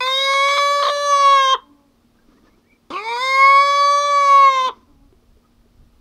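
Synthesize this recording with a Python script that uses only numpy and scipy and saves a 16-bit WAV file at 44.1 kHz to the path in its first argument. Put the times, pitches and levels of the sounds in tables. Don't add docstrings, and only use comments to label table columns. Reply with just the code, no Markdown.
import sys
import numpy as np
from scipy import signal
from scipy.fft import rfft, irfft, next_fast_len
from scipy.io import wavfile
from scipy.ndimage import uniform_filter1d, map_coordinates

SR = 44100
rng = np.random.default_rng(int(sys.argv[2]) if len(sys.argv) > 2 else 0)


def to_wav(s):
    ch = np.atleast_2d(s).T
    pcm = np.round(np.clip(ch, -1, 1) * 32767)
    wavfile.write(sys.argv[1], SR, pcm.astype(np.int16))


N = 264644
TIME = np.arange(N) / SR
REFERENCE_HZ = 550

# t/s, lateness/cycles
STUMBLES = [(0.072, .041), (0.317, .02), (0.336, .074), (0.374, .018), (.47, .021), (0.487, .079),
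            (.501, .023), (.512, .037), (0.539, .043), (0.57, .067), (0.579, .19), (.589, .039),
            (.799, .044), (.826, .15), (.835, .33), (0.852, .19), (0.866, .27), (.884, .44), (.896, .23),
            (0.97, .029), (1.503, .02), (2.904, .3), (2.932, .12), (2.964, .08), (3.039, .05), (3.085, .06),
            (4.571, .02), (4.607, .018), (4.692, .1)]
# t/s, length/s, shift/cycles
PERIOD_DOUBLING = [(1.545, .03, .008), (2.9, .06, .018), (2.96, .12, .006), (3.09, .085, .014),
                   (4.555, .03, .003), (4.645, .07, .007)]
# f/Hz, gain/dB
TREBLE_EQ = [(4200, -5), (5000, -2), (5530, -11), (6340, -9.5), (6940, -23.5), (7520, -23.5), (9500, -21)]
# f/Hz, gain/dB
SHEEN_EQ = [(8000, 5), (9500, -12), (11400, -16), (12800, -14.5), (15600, -25.5)]
# t/s, f/Hz
NECK_NOTCH = [(0, 6040), (.16, 4200), (.45, 4140), (.52, 5570), (.8, 5480), (1.0, 5100), (1.35, 4760),
              (1.45, 4468), (3.2, 5885), (3.7, 5650), (3.95, 5220), (4.3, 5270), (4.5, 4990)]
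def hen():
    pitch, voice_db, treble_db, sheen_db, breath_db, gate, fall = effort()
    rasp = amp(3 * wobble(35))
    late = np.zeros(N)
    late[[round(s * SR) for s, _ in STUMBLES]] = [depth for _, depth in STUMBLES]
    late = signal.fftconvolve(late, np.exp(-(np.arange(-300, 301) / SR / .0019) ** 2), "same")
    cycles = np.cumsum(pitch * (1 + .0015 * wobble(25))) / SR
    doubling = sum(shift * np.clip(np.minimum(TIME - s, s + length - TIME) * 100 + .5, 0, 1)
                   for s, length, shift in PERIOD_DOUBLING)
    cycles += doubling * (1 + .6 * wobble(60)) * np.sin(np.pi * cycles)
    cycles += .014 * amp(breath_db) ** .78 * rasp * wobble(260)
    source, grid = np.zeros(N), np.arange(0, N, 64)
    shape = [c[grid] for c in curves(MOUTH_MOVES)]
    notch_hz = curves(NECK_NOTCH)[0][grid]
    for k in range(1, 40):
        hz = k * pitch[grid]
        upper_mix, sheen_mix = np.clip((hz - 4050) / 200, 0, 1), np.clip((hz - 8000) / 1500, 0, 1)
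        upper_db = (1 - sheen_mix) * (treble_db[grid] + along(TREBLE_EQ, hz))
        upper_db += sheen_mix * (sheen_db[grid] + along(SHEEN_EQ, hz))
        upper_db -= 14.5 * np.exp(-((hz / notch_hz - 1) / .07) ** 2)
        upper_db += 3.6 * wobble(7)[grid]
        lower_db = voice_db[grid] + mouth(hz, shape[:3], shape[3], shape[4:])
        db = (1 - upper_mix) * lower_db + upper_mix * upper_db
        db -= 10 * np.clip(hz / 1000 - 1.3, 0, 3) * fall[grid]
        db += (.7 + 1.3 * upper_mix) * wobble(60)[grid]
        if k == 1:
            db += .04 * np.clip(REFERENCE_HZ - hz, 0, 100)
        gain = np.sqrt(2) * amp(db) / np.abs(throat(hz))
        phase = 2 * np.pi * rng.random() * (k > 4) - .4 * k * k
        phase -= 3.5 * np.tanh(2 * np.pi * k * late / 3.5)
        source += np.interp(np.arange(N), grid, gain) * np.cos(2 * np.pi * k * cycles + phase)
    source *= 1 - np.clip(1.2 * late, 0, 1)
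    source += amp(voice_db + breath_db) * rasp * breath(cycles)
    return filtered(source * gate, throat)


# t/s, f/Hz
SCREAM_PITCH = [
    [(0.004, 499.8), (0.095, 525), (0.24, 545.8), (0.403, 551.8), (0.576, 569.6), (0.811, 571.7),
     (.88, 580.4), (.915, 579.8), (1.105, 572.1), (1.137, 566.2), (1.348, 550), (1.482, 528.3),
     (1.536, 531.7)],
    [(2.902, 222.4), (2.928, 336.2), (2.962, 376.2), (3.041, 440), (3.091, 462.5), (3.17, 481.4),
     (3.231, 522.3), (3.292, 530.7), (3.639, 564), (3.928, 572), (4.075, 576.3), (4.433, 549), (4.527, 532),
     (4.623, 513.7), (4.655, 518), (4.684, 505)],
]
# effort onset t/s, voice level/dB, treble level/dB, sheen re treble/dB
SCREAM_LEVELS = [(-.25, -27, -31.5, -14), (2.9, -29, -33, -16)]
def effort():
    break_s, break_hz, break_db = .026, 170.1, 20.5
    slack_hz, full_hz, db_per_hz = 440, 571.4, .1373
    which = np.searchsorted([rows[-1][0] + .5 for rows in SCREAM_PITCH[:-1]], TIME)
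    onset, base_db, top_db, sheen_offset_db = np.transpose(SCREAM_LEVELS)[:, which]
    first, last = np.array([(rows[0][0], rows[-1][0]) for rows in SCREAM_PITCH]).T[:, which]
    held, = curves(np.vstack(SCREAM_PITCH))
    age, from_end = np.maximum(TIME - onset, 0), np.minimum(TIME - last, 0)
    fall = np.clip((TIME - last) / break_s, 0, 1)
    voice_db = base_db + db_per_hz * (np.maximum(held, slack_hz) - REFERENCE_HZ) - break_db * fall ** 2
    dull_db = np.minimum(9 * ((full_hz - held) / 100) ** 2, 18)
    treble_db = top_db - dull_db - break_db * fall - 2.5 * np.exp(from_end / .24)
    sheen_db = treble_db + sheen_offset_db - 4.5 * age
    croak_db, tired_db, gasp_db = 30.5 * np.exp(-age / .22), 9 * np.exp(from_end / .15), 10.5 * fall
    breath_db = -21.5 + croak_db + tired_db + gasp_db
    gate = np.clip(np.minimum(TIME - first, last + break_s - TIME) / .0022, 0, 1)
    return held - break_hz * fall ** 1.3, voice_db, treble_db, sheen_db, breath_db, gate, fall


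# t/s, low f/Hz, mid f/Hz, high f/Hz, notch f/Hz, low gain/dB, mid gain/dB, high gain/dB
MOUTH_MOVES = [(0.0, 1190, 2330, 3500, 3160.0, 19, 13.5, 6), (0.07, 1200, 2285, 3780, 2900.0, 17, 8.5, 7),
               (0.15, 1210, 2380, 3580, 2820.0, 9.5, 5, 10.5),
               (0.24, 1320, 2230, 3800, 2480.0, 4.5, 7.5, 6.5),
               (0.28, 1290, 2337, 3600, 2770.0, 15, 8.5, 2.0),
               (0.5, 1253, 2280.0, 3560, 2610.0, 12.5, 11, 1.5),
               (0.78, 1230, 2210, 3800, 2552, 8.5, 0.5, -4.5),
               (0.97, 1330, 2250, 3840, 2350.0, 6, -0.5, -10),
               (1.09, 1250, 2280.0, 3800, 2420.0, 11.5, -2, -7.5),
               (1.13, 1176, 2420, 3620, 2500.0, 14, 5.5, -6.5),
               (1.4, 1050, 2090, 3510, 2310.0, 13.5, 18.5, 4),
               (1.54, 1116, 1900.0, 3245, 2270.0, 18.5, 9, 11),
               (2.92, 1113, 3083, 4370, 3090.0, 12, 7, -7.5),
               (2.97, 1110, 2570, 3900, 3220.0, 21.5, 12.0, -3),
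               (3.03, 1040, 2230, 3730.0, 2870.0, 14.5, 11, -3.5),
               (3.09, 920, 2330.0, 3710.0, 2910.0, 16, 12.5, 5),
               (3.19, 1170.0, 2260, 3590, 2710.0, 21.5, 7, 0.5),
               (3.25, 1117, 2000, 3670, 2910.0, 9.5, 8, 6), (3.4, 1125, 2240, 3450, 2750.0, 18, 16, -7),
               (3.7, 1187, 2060, 3420, 3040.0, 15, 4.5, 2),
               (4.0, 1080, 2200.0, 3670, 3030.0, 11.5, -10.5, -3.0),
               (4.2, 1113, 2120, 3540, 3120.0, 14.5, 1.5, -4),
               (4.45, 1043, 2125, 3210, 3200.0, 19.5, 4, 7.5),
               (4.54, 1117, 2510, 3630, 2660.0, 15.5, 17, 0),
               (4.68, 1086, 2150.0, 3330, 2160.0, 17.5, 10, 5)]
def mouth(hz, centres, notch_hz, levels):
    widths_hz, skirt, tilt_db_per_octave = (178, 270, 381), 2.74, -7.5
    power = amp(tilt_db_per_octave * np.log2(hz / REFERENCE_HZ)) ** 2
    for centre, width, db in zip(centres, widths_hz, levels):
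        power += amp(db) ** 2 / (1 + ((hz - centre) / width) ** 2) ** skirt
    return 10 * np.log10(power) - 20 * np.exp(-((hz - notch_hz) / 330) ** 2)


# f/Hz, width/Hz, gain/dB
WINDPIPE_MODES = [(525, 75, -8), (1127, 153, 2), (2200, 130, -5.5), (3617, 650, -3), (4780, 210, -17.5)]
def throat(hz):
    peaks = .07 + sum((-1) ** k * amp(db) * 1j * hz * width / (centre ** 2 - hz ** 2 + 1j * hz * width)
                      for k, (centre, width, db) in enumerate(WINDPIPE_MODES))
    cavity = 2800 ** 2 - hz ** 2
    return peaks * (cavity + 1j * hz * 150) / (cavity + 1j * hz * 900)


# f/Hz, gain/dB
BREATH_EQ = [(300, -24), (900, 1), (2600, -2), (3600, -6), (9000, -30), (16000, -46)]
def breath(cycles):
    return (1 + np.cos(2 * np.pi * cycles)) * noise(BREATH_EQ)


# f/Hz, relative level/dB, t60/s
SLAP_MODES = [(1155, -1, 0.061), (2060, -7, 0.0073), (3253, -5, 0.015), (3772, -8, 0.05)]
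def slaps():
    out, t, voice_db = np.zeros(N), TIME[:SR // 20], effort()[1]
    attack = 1 - np.exp(-t / .00086)
    for s, depth in STUMBLES:
        spread = rng.standard_normal((len(SLAP_MODES), 2))
        ring = sum(amp(db + 1.5 * accent - 60 * t / t60) * np.sin(2 * np.pi * hz * (1 + .051 * bend) * t)
                   for (hz, db, t60), (accent, bend) in zip(SLAP_MODES, spread))
        strength = .62 * np.tanh(depth / .3) * amp(voice_db[round(s * SR)] + 21)
        place(out, s, strength * attack * ring)
    return out


# f/Hz, t60/s
COOP_DECAY = [(300, 0.12), (1000, 0.16), (3500, 0.11), (9000, 0.014)]
# f/Hz, t60/s
FENCE_DECAY = [(300, 0.37), (1000, 0.61), (3500, 0.41), (9000, 0.21)]
def echoes(x, decay):
    hz, t, spectrum = signal.stft(rng.standard_normal(SR), SR, nperseg=256)
    tail = signal.istft(spectrum * amp(-60 * t / along(decay, hz)[:, None]), SR, nperseg=256)[1]
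    return signal.fftconvolve(np.pad(x, (300, 0)), tail / np.linalg.norm(tail))[:N]


# t/s, f/Hz, level/dB
CROONS = [
    [(1.6, 281.6, -62), (1.65, 290.8, -57), (1.8, 283, -60), (1.97, 279, -67.5)],
    [(4.87, 288.6, -63.5), (4.95, 278.3, -61), (5.1, 279, -65.5)],
]
# harmonic number, gain/dB
CROON_PARTIALS = [(1, 1.5), (2, -8.5), (3, -10), (4, -12)]
def far_hen():
    pitch, db = curves(np.vstack(CROONS))
    cycles = np.cumsum(pitch * (1 + .007 * wobble(45))) / SR
    voice = sum(amp(gain + 4.2 * wobble(17)) * np.sin(2 * np.pi * k * cycles)
                for k, gain in CROON_PARTIALS)
    gate = sum(np.clip(np.minimum(TIME - call[0][0], call[-1][0] - TIME) / .02, 0, 1) for call in CROONS)
    return np.sqrt(2) * amp(db) * gate * voice


# t/s, length/s, first f/Hz, last f/Hz, relative level/dB
TWITTERS = [(2.18, 0.057, 1573, 1627, -62.5), (2.3, .07, 1660, 1735, -64), (2.36, 0.038, 1800, 2000, -64.5),
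            (2.449, 0.056, 1770, 1770, -64), (2.491, 0.073, 2105, 2430, -60),
            (2.624, 0.055, 1735, 2070, -65), (2.663, 0.11, 2276, 2350, -58.5),
            (5.43, .05, 1260, 1240, -62.5)]
def birds():
    out = np.zeros(N)
    flutter = amp(4 * wobble(60) + 4 * wobble(300) - 4.5)
    waver = 55 * wobble(200)
    for s, length, first_hz, last_hz, db in TWITTERS:
        progress = np.arange(round(length * SR)) / (length * SR)
        hz = first_hz + (last_hz - first_hz) * progress ** 2
        hz += waver[round(s * SR):][:len(hz)] * (first_hz / 2300) ** 3
        place(out, s, amp(db) * np.sin(np.pi * progress) ** .5 * np.sin(2 * np.pi * np.cumsum(hz) / SR))
    return out * flutter


# t/s, level/dB, f/Hz
HOLLOW_TAPS = [(2.047, -48.5, 240), (2.286, -44.5, 296), (2.439, -45.5, 310), (2.543, -47.5, 233),
               (5.126, -44, 377), (5.225, -51.5, 447), (5.369, -50, 425), (5.657, -50.5, 407)]
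def taps():
    out, t = np.zeros(N), TIME[:SR // 10]
    for s, db, hz in HOLLOW_TAPS:
        note = amp(-60 * t / .075) * np.sin(2 * np.pi * hz * t)
        tick = .4 * amp(-60 * t / .012) * uniform_filter1d(rng.standard_normal(len(t)), size=7)
        place(out, s, amp(db) * (note + tick))
    return out


# f/Hz, gain/dB
WIND_EQ = [(8.8, -35), (15, 3.5), (59, -0.5), (91, -6.5), (156, -15.5), (200, -19.5), (260, -52),
           (440, -120)]
# peak t/s, half length/s, rise/dB
GUSTS = [(3.55, 0.25, 6), (4.9, 0.18, 13), (5.2, 0.18, 11.5), (5.85, 0.35, 18)]
def wind():
    return amp(-65 + swells(GUSTS)) * unit(amp(3.3 * wobble(11)) * noise(WIND_EQ))


# f/Hz, gain/dB
GRASS_EQ = [(120, -38), (200, -9), (298, -5.5), (795, -26.5), (1220, -16.5), (1550, -29.5), (1760, -31.5),
            (6000, -34.5), (7800, -64.5), (13200, -120)]
# peak t/s, half length/s, rise/dB
GRASS_SWELLS = [(2.42, 0.25, 12.5), (3.3, 0.28, 11), (4.65, .2, 19.5), (5.5, .1, 3.5)]
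def grass():
    return amp(-69 + swells(GRASS_SWELLS)) * unit(amp(2.5 * wobble(45)) * noise(GRASS_EQ))


# f/Hz, relative level/dB
HUM_TONES = [(83, -69.5), (235, -63)]
def machine():
    return sum(amp(db + 1.5 + .82 * wobble(12)) * np.sin(2 * np.pi * hz * TIME + .5 * wobble(11))
               for hz, db in HUM_TONES)


# f/Hz, gain/dB
AIR_EQ = [(60, -29.5), (100, -10.5), (250, -10), (500, -15), (1200, -21.5), (1700, -26.5), (5000, -28),
          (7000, -34.5), (15700, -36.5)]
def air():
    return amp(-63.5 + .28 * wobble(3)) * noise(AIR_EQ)


def amp(db):
    return 10 ** (np.asarray(db) / 20)


def unit(x):
    return x / np.sqrt(np.mean(x ** 2) + 1e-20)


def place(track, s, sound):
    track[round(s * SR):][:len(sound)] += sound


def along(points, hz):
    f, values = np.transpose(points)
    return np.interp(np.log(hz + 1), np.log(f + 1), values)


def curves(rows):
    s, *columns = np.transpose(rows)
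    return [np.interp(TIME, s, c) for c in columns]


def swells(rows):
    return sum(db * np.exp(-((TIME - s) / half) ** 2) for s, half, db in rows)


def wobble(rate):
    return map_coordinates(rng.standard_normal(int(N * rate / SR) + 4), [TIME * rate])


def filtered(x, response):
    size = next_fast_len(N + SR // 2)
    return irfft(rfft(x, size) * response(np.fft.rfftfreq(size, 1 / SR)), size)[:N]


def noise(spectrum):
    return unit(filtered(rng.standard_normal(N), lambda hz: amp(along(spectrum, hz))))


def scene():
    voice = hen() + slaps()
    space = amp(-16) * echoes(voice, COOP_DECAY) + amp(-34.5) * echoes(voice, FENCE_DECAY)
    return (voice + space + far_hen() + birds() + taps() + wind() + grass() + machine() + air())[None]


def record(dry):
    return filtered(dry[0], lambda hz: hz < 15725)[None]


dry = scene()
out = record(dry)
to_wav(out)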